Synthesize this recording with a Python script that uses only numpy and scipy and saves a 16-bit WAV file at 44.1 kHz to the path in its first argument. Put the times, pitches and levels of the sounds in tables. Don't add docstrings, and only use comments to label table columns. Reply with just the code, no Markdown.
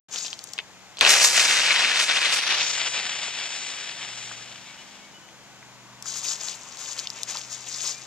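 import sys
import numpy as np
from scipy import signal
from scipy.fft import rfft, irfft
from scipy.io import wavfile

SR = 44100
rng = np.random.default_rng(int(sys.argv[2]) if len(sys.argv) > 2 else 0)


def generate_wav(signal):
    frames = np.transpose(np.atleast_2d(signal))
    scaled = np.clip(frames, -1, 1) * 32767
    pcm = np.round(scaled).astype(np.int16)
    wavfile.write(sys.argv[1], SR, pcm)


N = 355446
TIME = np.arange(N) / SR
FREQ = np.maximum(np.arange(N // 2 + 1) * SR / N, 1)
VALVE_S, CUTOFF_HZ = 1.0105, 14300

# frequency in Hz, relative level in dB,
# how much louder the left port is in dB, how far the left wave runs ahead in radians.
JET_FRONT_TONE = [(116, -25.5, 0.5, 0), (350, -17, 3, 0), (640, -10, 2.5, -2.5), (930, -9.5, 2.5, 0.5),
                  (1700, -2, 2, 0.14), (2520, 1, 5, 0.5), (3200, -2, 10.5, -1.5), (3750, 0.5, 0.5, -2.08),
                  (5050, -4, -8.5, 0), (5240, 1.5, -4, -1.5), (6450, -2.5, -0.5, 1), (7100, -2, 13, 0.5),
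                  (8840, -11.5, 10.5, -2.1), (10630, -18.5, 13, -1.5), (11400, -60, 19, -2.5)]
LEAF_TONE = [(100, -59, 2, 0), (366, -10, 3, 1), (660, -11, 3, -.1), (1110, -14, 3.4, 6),
             (1800, -14, 0.87, 0.9), (3000, -10, 2.9, 0.7), (4600, -6, 6.6, 1), (5600, -3.5, 1, 1),
             (6800, 2.5, 17.4, -1.5), (7560, -5, 17, -1.3), (9560, -21, 7.6, -2.5), (14000, -28, 19, -2)]


def jet(sputter_db=1.53, flutter_db=1.26, powder_share=0.59,
        roar_gain_db=-0.97, hiss_gain_db=-2.0, sizzle_db=-14):
    # time in seconds, position from 0 (ahead) to 1 (aside).
    swing = [(2.2, 0.022), (2.45, 0.36), (2.6, 0.61), (2.8, 1.0)]
    jet_aside_tone = [(100, -27, 4, 1), (252, -19, 4, .1), (784, -8.5, 4, 0.17), (1090, -9.5, 5, 0),
                      (2220, -2, 5, 0.5), (3400, -0.5, 4.5, 0.55), (4450, -4.5, 1.5, 1.0),
                      (5520, -0.5, -2, 1.72), (6090, 1, 2.5, 3.5), (7000, 0, 22, 1), (8100, -4.5, 13, 2.4),
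                      (9400, -19.5, 10, 1.2), (10500, -40.5, 6, 2.5)]
    roar_db, hiss_db = jet_levels()
    aside = np.clip(in_time(swing)[0], 0, 1)
    pressure = from_db(0.1 * (roar_db - roar_db.max()))
    wobble_db = pressure * (sputter_db * drift(43) + flutter_db * drift(330))
    out = 0
    for tone, share in (JET_FRONT_TONE, 1 - aside), (jet_aside_tone, aside):
        powder = band(grains(3000, spread_db=5.5), 680, 4700)
        flow = rng.standard_normal(N) + powder_share * pressure * powder
        roar, hiss = low_and_high(flow, tone, split_hz=4770)
        roar = roar * from_db(roar_db + roar_gain_db + wobble_db)
        hiss = past_the_hand(hiss, aside) * from_db(hiss_db + hiss_gain_db + 0.88 * wobble_db)
        out = out + np.sqrt(share) * (roar + hiss)
    sizzle = band(band(rng.standard_normal(N), 9300, 14000), 9300, 14000)
    sizzle_gain = from_db(hiss_db + sizzle_db + 0.67 * (hiss_db - hiss_db.max()))
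    out = out + placed(sizzle / rms(sizzle) * sizzle_gain, JET_FRONT_TONE)
    return out * gate(VALVE_S, 5.1, rise=0.00094, fall=0.17)


def jet_levels(hiss_below_db=8.5, opening_end_s=1.41, opening_fade_s=0.34, hiss_build_s=0.088):
    # time in seconds, level in dB.
    flow = [(1.01, -22), (1.8, -22.5), (2.58, -25.5), (3.15, -32.5), (4.05, -37.5), (4.96, -50.5),
            (5.3, -69)]
    # middle in seconds, length in seconds, change in dB.
    gulps = [(1.08, 0.25, 4), (1.315, 0.11, -5), (1.71, .04, 3), (1.74, 0.047, -5), (1.77, .04, 4),
             (1.945, 0.024, -2.5), (2.06, 0.083, -6), (2.097, 0.029, 4), (2.15, .04, -3), (2.2, .05, -1.5),
             (2.43, 0.15, -3.5), (2.52, 0.14, 2), (2.72, 0.26, -2.5), (2.812, 0.035, 6), (2.91, 0.082, -6),
             (2.98, 0.16, 2.5), (3.41, .1, 2.5)]
    flares = [(1.11, .09, 6.5), (1.25, 0.11, 7), (2.02, 0.15, 6), (2.35, 0.14, 9), (2.69, .2, 3.5),
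              (3.62, 0.54, 3.5), (4.25, 0.44, 4.5)]
    flow_db, = in_time(flow)
    opening_db = 9 * np.clip(1 - (TIME - opening_end_s) / opening_fade_s, 0, 1)
    lag_db = 7 * np.clip(1 - ((TIME - VALVE_S) / hiss_build_s) ** 2, 0, 1)
    return flow_db + swells(gulps), flow_db - hiss_below_db + opening_db - lag_db + swells(flares)


def past_the_hand(x, aside, depth=0.86, first_hz=6000, last_hz=10000):
    delay = .5 / (first_hz + (last_hz - first_hz) * aside)
    strength = depth * np.sqrt(4 * aside * (1 - aside))
    bounce = np.array([np.interp(TIME - delay, TIME, side) for side in x])
    return (x + strength * bounce) / (1 - .5 * np.minimum(strength, 1))


def first_gust(gust_db=-27, decay_s=0.23, thump_db=-37):
    age = np.maximum(TIME - VALVE_S, 0)
    gust = band(band(rng.standard_normal(N), 380, 1550), 355, 1500)
    gust = gust / rms(gust) * from_db(gust_db) * np.exp(-age / decay_s)
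    thump = band(rng.standard_normal(N), 20, 320)
    thump = thump / rms(thump) * from_db(thump_db) * np.exp(-age / 0.017)
    return placed((gust + thump) * (age > 0), JET_FRONT_TONE)


def canister(spit_db=-6.0, knock_db=-0.5, body_db=-17):
    # time in seconds, relative peak in dB.
    spits = [(1.02, -8), (1.049, 4), (1.063, 4.5), (1.075, -18), (1.169, -3), (1.509, -2), (1.574, -1.5),
             (1.76, -2), (1.846, 0), (2.096, -12), (2.123, -9), (2.168, -4), (2.228, -6), (2.254, 0),
             (2.802, -8)]
    # time in seconds, relative peak in dB, pitch in Hz.
    knocks = [(0.159, -17.5, 3485), (.247, -18.5, 3460), (.281, -23, 3180), (.329, -17, 3800),
              (.579, -18.5, 3170), (0.587, -13, 2860), (.5895, -20, 1770), (.5945, -25, 2600),
              (.598, -31, 2400), (0.6008, -25, 2800), (.970, -24, 3870), (.9845, -19.5, 3250),
              (0.99, -19, 5500), (1.001, -25, 3470), (1.004, -21, 3500), (4.312, -28.5, 1210),
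              (5.287, -36, 2500), (5.627, -35, 1980), (6.057, -30, 1507), (7.352, -26.5, 1130)]
    out = np.zeros(N)
    pop = 1.5 * crack(1800, 4400, decay_s=.0008, tail_share=.02)
    add(out, VALVE_S, pop)
    for s, db in spits:
        spit = crack(1480, 3850, decay_s=.001, tail_share=0.093)
        add(out, s + 0.000996, from_db(db + spit_db) * spit)
    for s, db, hz in knocks:
        click = crack(0.7 * hz, 1.43 * hz, decay_s=2.0 / hz, tail_share=0.21)
        thud = crack(315, 1370, decay_s=0.00076, tail_share=0.068)
        add(out, s + 0.000905, from_db(db + knock_db) * (click + from_db(body_db) * thud))
    return placed(out, JET_FRONT_TONE)


def leaves(crunch_gain_db=-2.5, slide_share=0.6, clump_db=0.74, leaf_db=3.0):
    crackle_db, crunch_db = tread_levels()
    cracks_per_s = 3000 * from_db(.4 * (crackle_db - crackle_db.max()))
    edges_hz = np.geomspace(900, 15000, num=7)
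    sliding = slide_share * rng.standard_normal(N)
    cracks = sum(band(grains(cracks_per_s, spread_db=3.0), low, high) * from_db(leaf_db * drift(28))
                 for low, high in zip(edges_hz, edges_hz[1:]))
    rustle = (cracks + sliding) * from_db(clump_db * drift(110))
    crunch, crackle = low_and_high(rustle, LEAF_TONE, split_hz=3280)
    return crackle * from_db(crackle_db) + crunch * from_db(crunch_db + crunch_gain_db)


def tread_levels(rise_s=0.024, settle_s=0.044):
    # start in seconds, length in seconds, crackle in dB, relative crunch in dB.
    treads = [(0.143, 0.029, -35, -40.5), (.19, 0.077, -37, -48), (6.075, 0.1, -33, -47.5),
              (6.252, 0.068, -29, -42.5), (6.419, 0.077, -36, -43), (6.508, 0.032, -42.5, -54),
              (6.812, .11, -36.5, -49), (6.978, 0.037, -39, -42), (7.165, .03, -43, -44),
              (7.298, 0.013, -32, -37.5), (7.358, 0.023, -38, -43.5), (7.521, 0.026, -35, -51),
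              (7.686, 0.13, -36, -46.5), (7.845, 0.046, -29, -40)]
    # start in seconds, end in seconds, crackle in dB, relative crunch in dB.
    stirs = [(.11, .54, -50, -63), (6.057, 8.1, -47, -50)]
    power = np.full((2, N), 1e-12)
    for s, length, *levels_db in treads:
        before = np.maximum(s - TIME, 0) / rise_s
        after = np.maximum(TIME - s - length, 0) / settle_s
        shape = np.exp(-np.minimum(before ** 2 + after, 20))
        power += np.outer(from_db(levels_db), shape) ** 2
    for start, end, *levels_db in stirs:
        power += np.outer(from_db(levels_db), gate(start, end, rise=.02, fall=0.086)) ** 2
    return 10 * np.log10(power)


def twigs(snap_db=-1.0, edge_db=-12, edge_hz=9500, thin_hz=7000, edge_db_per_octave=22):
    # time in seconds, relative peak in dB, pitch in Hz.
    snaps = [(.184, -20, 7100), (0.268, -21, 6400), (.390, -21, 5900), (0.4391, -16, 8300),
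             (.472, -26.5, 6040), (0.534, -18.5, 7060), (6.024, -18, 7100), (6.064, -26, 6800),
             (6.484, -15, 5560), (6.7708, -22, 6550), (6.9305, -19, 5820), (6.99, -11.5, 5780),
             (6.9962, -17, 5500), (7.071, -11, 4660), (7.1013, -13.5, 6030), (7.2316, -8.5, 6900),
             (7.360, -16, 5500), (7.37, -13.5, 5670), (7.413, -21, 4570), (7.804, -20.5, 4000)]
    out = np.zeros(N)
    for s, db, hz in snaps:
        body = crack(0.55 * hz, 1.27 * hz, decay_s=0.00092, tail_share=0.065, broad_share=0.8)
        edge = crack(edge_hz, CUTOFF_HZ, decay_s=0.00012, tail_share=0.017)
        edge_gain = from_db(edge_db + edge_db_per_octave * np.log2(hz / thin_hz))
        add(out, s + 0.0011, from_db(db + snap_db) * (body + edge_gain * edge))
    return placed(out, LEAF_TONE)


def yard(x, scatter_db=-17, scatter_s=0.004):
    # delay in seconds, level in dB.
    echoes = [(.0085, -24.5), (.019, -33), (.031, -30)]
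    t = np.arange(2048) / SR
    scatter = band(rng.standard_normal((2, len(t))) * np.exp(-t / scatter_s), 2250, 13400)
    scatter /= np.sqrt(2 * np.sum(scatter ** 2, axis=1, keepdims=True))
    out = x + from_db(scatter_db) * signal.fftconvolve(x, scatter, axes=1)[:, :N]
    dull = band(x, 200, 3900)
    for delay, db in echoes:
        lag = int(delay * SR)
        out[:, lag:] += from_db(db) * dull[::-1, :-lag]
    return out


def mower(lull_db=-70.5, tones_db=-61, nearest_s=4.9, fade_db_per_s=1.4, waver_db=2.0):
    # time in seconds, firings per second.
    speed = [(.4, 22.3), (.9, 23.6), (2.3, 26.2), (3.0, 23.6), (3.5, 24), (4.2, 23), (4.7, 24.5),
             (5.05, 25.4), (5.6, 25), (7.3, 24), (7.9, 25.6)]
    # middle in seconds, length in seconds, dB above the lull.
    booms = [(1.5, 1.3, 11.5), (2.95, 1.8, 8.5), (4.3, 1.32, 13), (5.95, 1.9, 11), (7.65, 2.9, 11)]
    # multiple of the firing rate, relative level in dB.
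    overtones = [(6, -9), (7, -10.5), (8, -1.5), (10, -6.5), (13, -10)]
    firing_hz, = in_time(speed)
    phase = 2 * np.pi * np.cumsum(firing_hz) / SR
    boom = from_db(lull_db + swells(booms)) * np.sin(5 * phase)
    tones = sum(from_db(db + waver_db * drift(0.67)) * np.sin(multiple * phase + rng.uniform(0, 2 * np.pi))
                for multiple, db in overtones)
    tones_gain = from_db(tones_db - fade_db_per_s * np.abs(TIME - nearest_s))
    return np.sqrt(2) * (boom + tones_gain * tones)


def birds():
    # start in seconds, length in seconds, first pitch in Hz, last pitch in Hz, level in dB.
    whistles = [(4.306, .14, 2190, 2200, -54), (4.641, 0.11, 2220, 2275, -50),
                (4.77, 0.057, 2900, 3000, -47), (4.988, 0.13, 2194, 2270, -51.5),
                (5.134, 0.059, 2950, 2970, -48), (5.207, 0.1, 2980, 2950, -55),
                (7.92, 0.098, 2300, 2460, -47)]
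    out = np.zeros(N)
    for s, length, start_hz, end_hz, db in whistles:
        hz = np.linspace(start_hz, end_hz, int(length * SR))
        whistle = np.sin(2 * np.pi * np.cumsum(hz) / SR)
        add(out, s, from_db(db) * np.sqrt(np.hanning(len(hz))) * whistle)
    return out


def air(air_db=-49.0, alike_hz=4000, whine_hz=1497, whine_db=-63, swish_db=-57):
    hush_tone = [(30, -15, 0, 0), (70, -6.5, -13, 0), (160, -2.5, -15, 0), (480, -3.5, 4.5, -0.84),
                 (784, 1.5, 4.5, -0.88), (1320, -2.5, 4.5, -1.3), (2200, -2.5, 1.5, -1.8),
                 (3200, -4, 6, -1.7), (4300, -6.5, 1.5, -2.2), (5730, -6.5, -4, -1.9),
                 (6940, -4, 12, -0.63), (8000, -13.5, 11, -1.6), (9900, -21.5, 2, -1.6),
                 (14000, -23, 2, -1.6)]
    level_db, balance_db, lead = in_frequency(hush_tone)
    alike = 1 / (1 + (FREQ / alike_hz) ** 3)
    shared, own = rfft(rng.standard_normal(N)), rfft(rng.standard_normal((2, N)))
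    spectrum = np.sqrt(alike) * shared + np.sqrt(1 - alike) * own
    hush = irfft(spectrum * from_db(level_db) * ports(balance_db, lead), N)
    whine = drift(21) * np.sin(2 * np.pi * whine_hz * TIME) * gate(3.5, 5.8, rise=0.73, fall=.6)
    swish = band(rng.standard_normal(N), 890, 1160)
    swish = swish / rms(swish) * gate(5.46, 6.86, rise=0.63, fall=1.0)
    return from_db(air_db) * hush / rms(hush) + from_db(whine_db) * whine + from_db(swish_db) * swish


def rumble(rumble_db=-63, low_hz=35, high_hz=260):
    low = band(rng.standard_normal(N), low_hz, high_hz)
    return from_db(rumble_db) * low / rms(low) * np.array([[1], [-1]])


def crack(low_hz, high_hz, decay_s, tail_share, first_blow=2.13, broad_share=1.0):
    t = np.arange(1024) / SR
    contact = rng.choice([-1, 1], len(t)) * (np.exp(-t / decay_s) + tail_share * np.exp(-t / 0.0099))
    contact[:2] = first_blow
    broad = band(contact, low_hz, high_hz)
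    sound = band(broad, low_hz, high_hz) + broad_share * broad
    return sound / np.abs(sound).max()


def grains(per_s, spread_db):
    sizes = from_db(spread_db * np.minimum(rng.exponential(1, N), 4.5)) * rng.choice([-1, 1], N)
    clicks = sizes * (rng.random(N) < per_s / SR) / np.sqrt(per_s)
    return clicks / rms(clicks)


def low_and_high(x, tone, split_hz):
    level_db, balance_db, lead = in_frequency(tone)
    bass_cut = FREQ ** 2 / (FREQ ** 2 + 60 ** 2)
    spectrum = rfft(x) * from_db(level_db) * ports(balance_db, lead) * bass_cut
    low_share = 1 / (1 + (FREQ / split_hz) ** 8)
    parts = irfft(spectrum * low_share, N), irfft(spectrum * (1 - low_share), N)
    return [part / rms(part.mean(axis=0)) for part in parts]


def placed(x, tone):
    _, balance_db, lead = in_frequency(tone)
    return irfft(rfft(x) * ports(balance_db, lead), N)


def ports(balance_db, lead):
    widest = 2 * np.pi * FREQ * 8.5e-5 * np.minimum(FREQ / 2500, 1)
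    turn = np.exp(.5j * np.clip(lead, -widest, widest))
    ratio = from_db(balance_db)
    return np.array([ratio * turn, 1 / turn]) * np.sqrt(2 / (1 + ratio ** 2))


def drift(rate_hz):
    spectrum = rfft(rng.standard_normal(N // 16 + 2))
    slow = irfft(spectrum / (1 + (FREQ[:len(spectrum)] / rate_hz) ** 2))
    return np.interp(np.arange(N) / 16, np.arange(len(slow)), slow / rms(slow))


def swells(rows):
    return sum(db * np.cos(np.pi * np.clip((TIME - s) / length, -.5, .5)) ** 2 for s, length, db in rows)


def gate(start, end, rise, fall):
    return np.clip((TIME - start) / rise, 0, 1) * np.clip((end - TIME) / fall + 1, 0, 1)


def in_time(rows):
    s, *columns = np.transpose(rows)
    return [np.interp(TIME, s, c) for c in columns]


def in_frequency(rows):
    hz, *columns = np.transpose(rows)
    return [np.interp(np.log(FREQ), np.log(hz), c) for c in columns]


def band(x, low_hz, high_hz):
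    sections = signal.butter(2, [low_hz, min(high_hz, .45 * SR)], "band", fs=SR, output="sos")
    return signal.sosfilt(sections, x + 1e-18)


def add(track, s, sound):
    at = int(s * SR)
    track[at:at + len(sound)] += sound[:N - at]


def from_db(db):
    return 10 ** (np.asarray(db) / 20)


def rms(x):
    return np.sqrt(np.mean(x ** 2) + 1e-20)


def scene():
    near = jet() + first_gust() + canister() + leaves() + twigs()
    slightly_left = from_db([[1.1], [-1.2]])
    far = air() + rumble() + (mower() + birds()) * slightly_left
    return yard(near) + far


def record(dry):
    clipped = np.clip(dry * gate(.084, 9, rise=.004, fall=1), -1, 1)
    return irfft(rfft(clipped) / np.sqrt(1 + (FREQ / CUTOFF_HZ) ** 200), N)


dry = scene()
out = record(dry)
generate_wav(out)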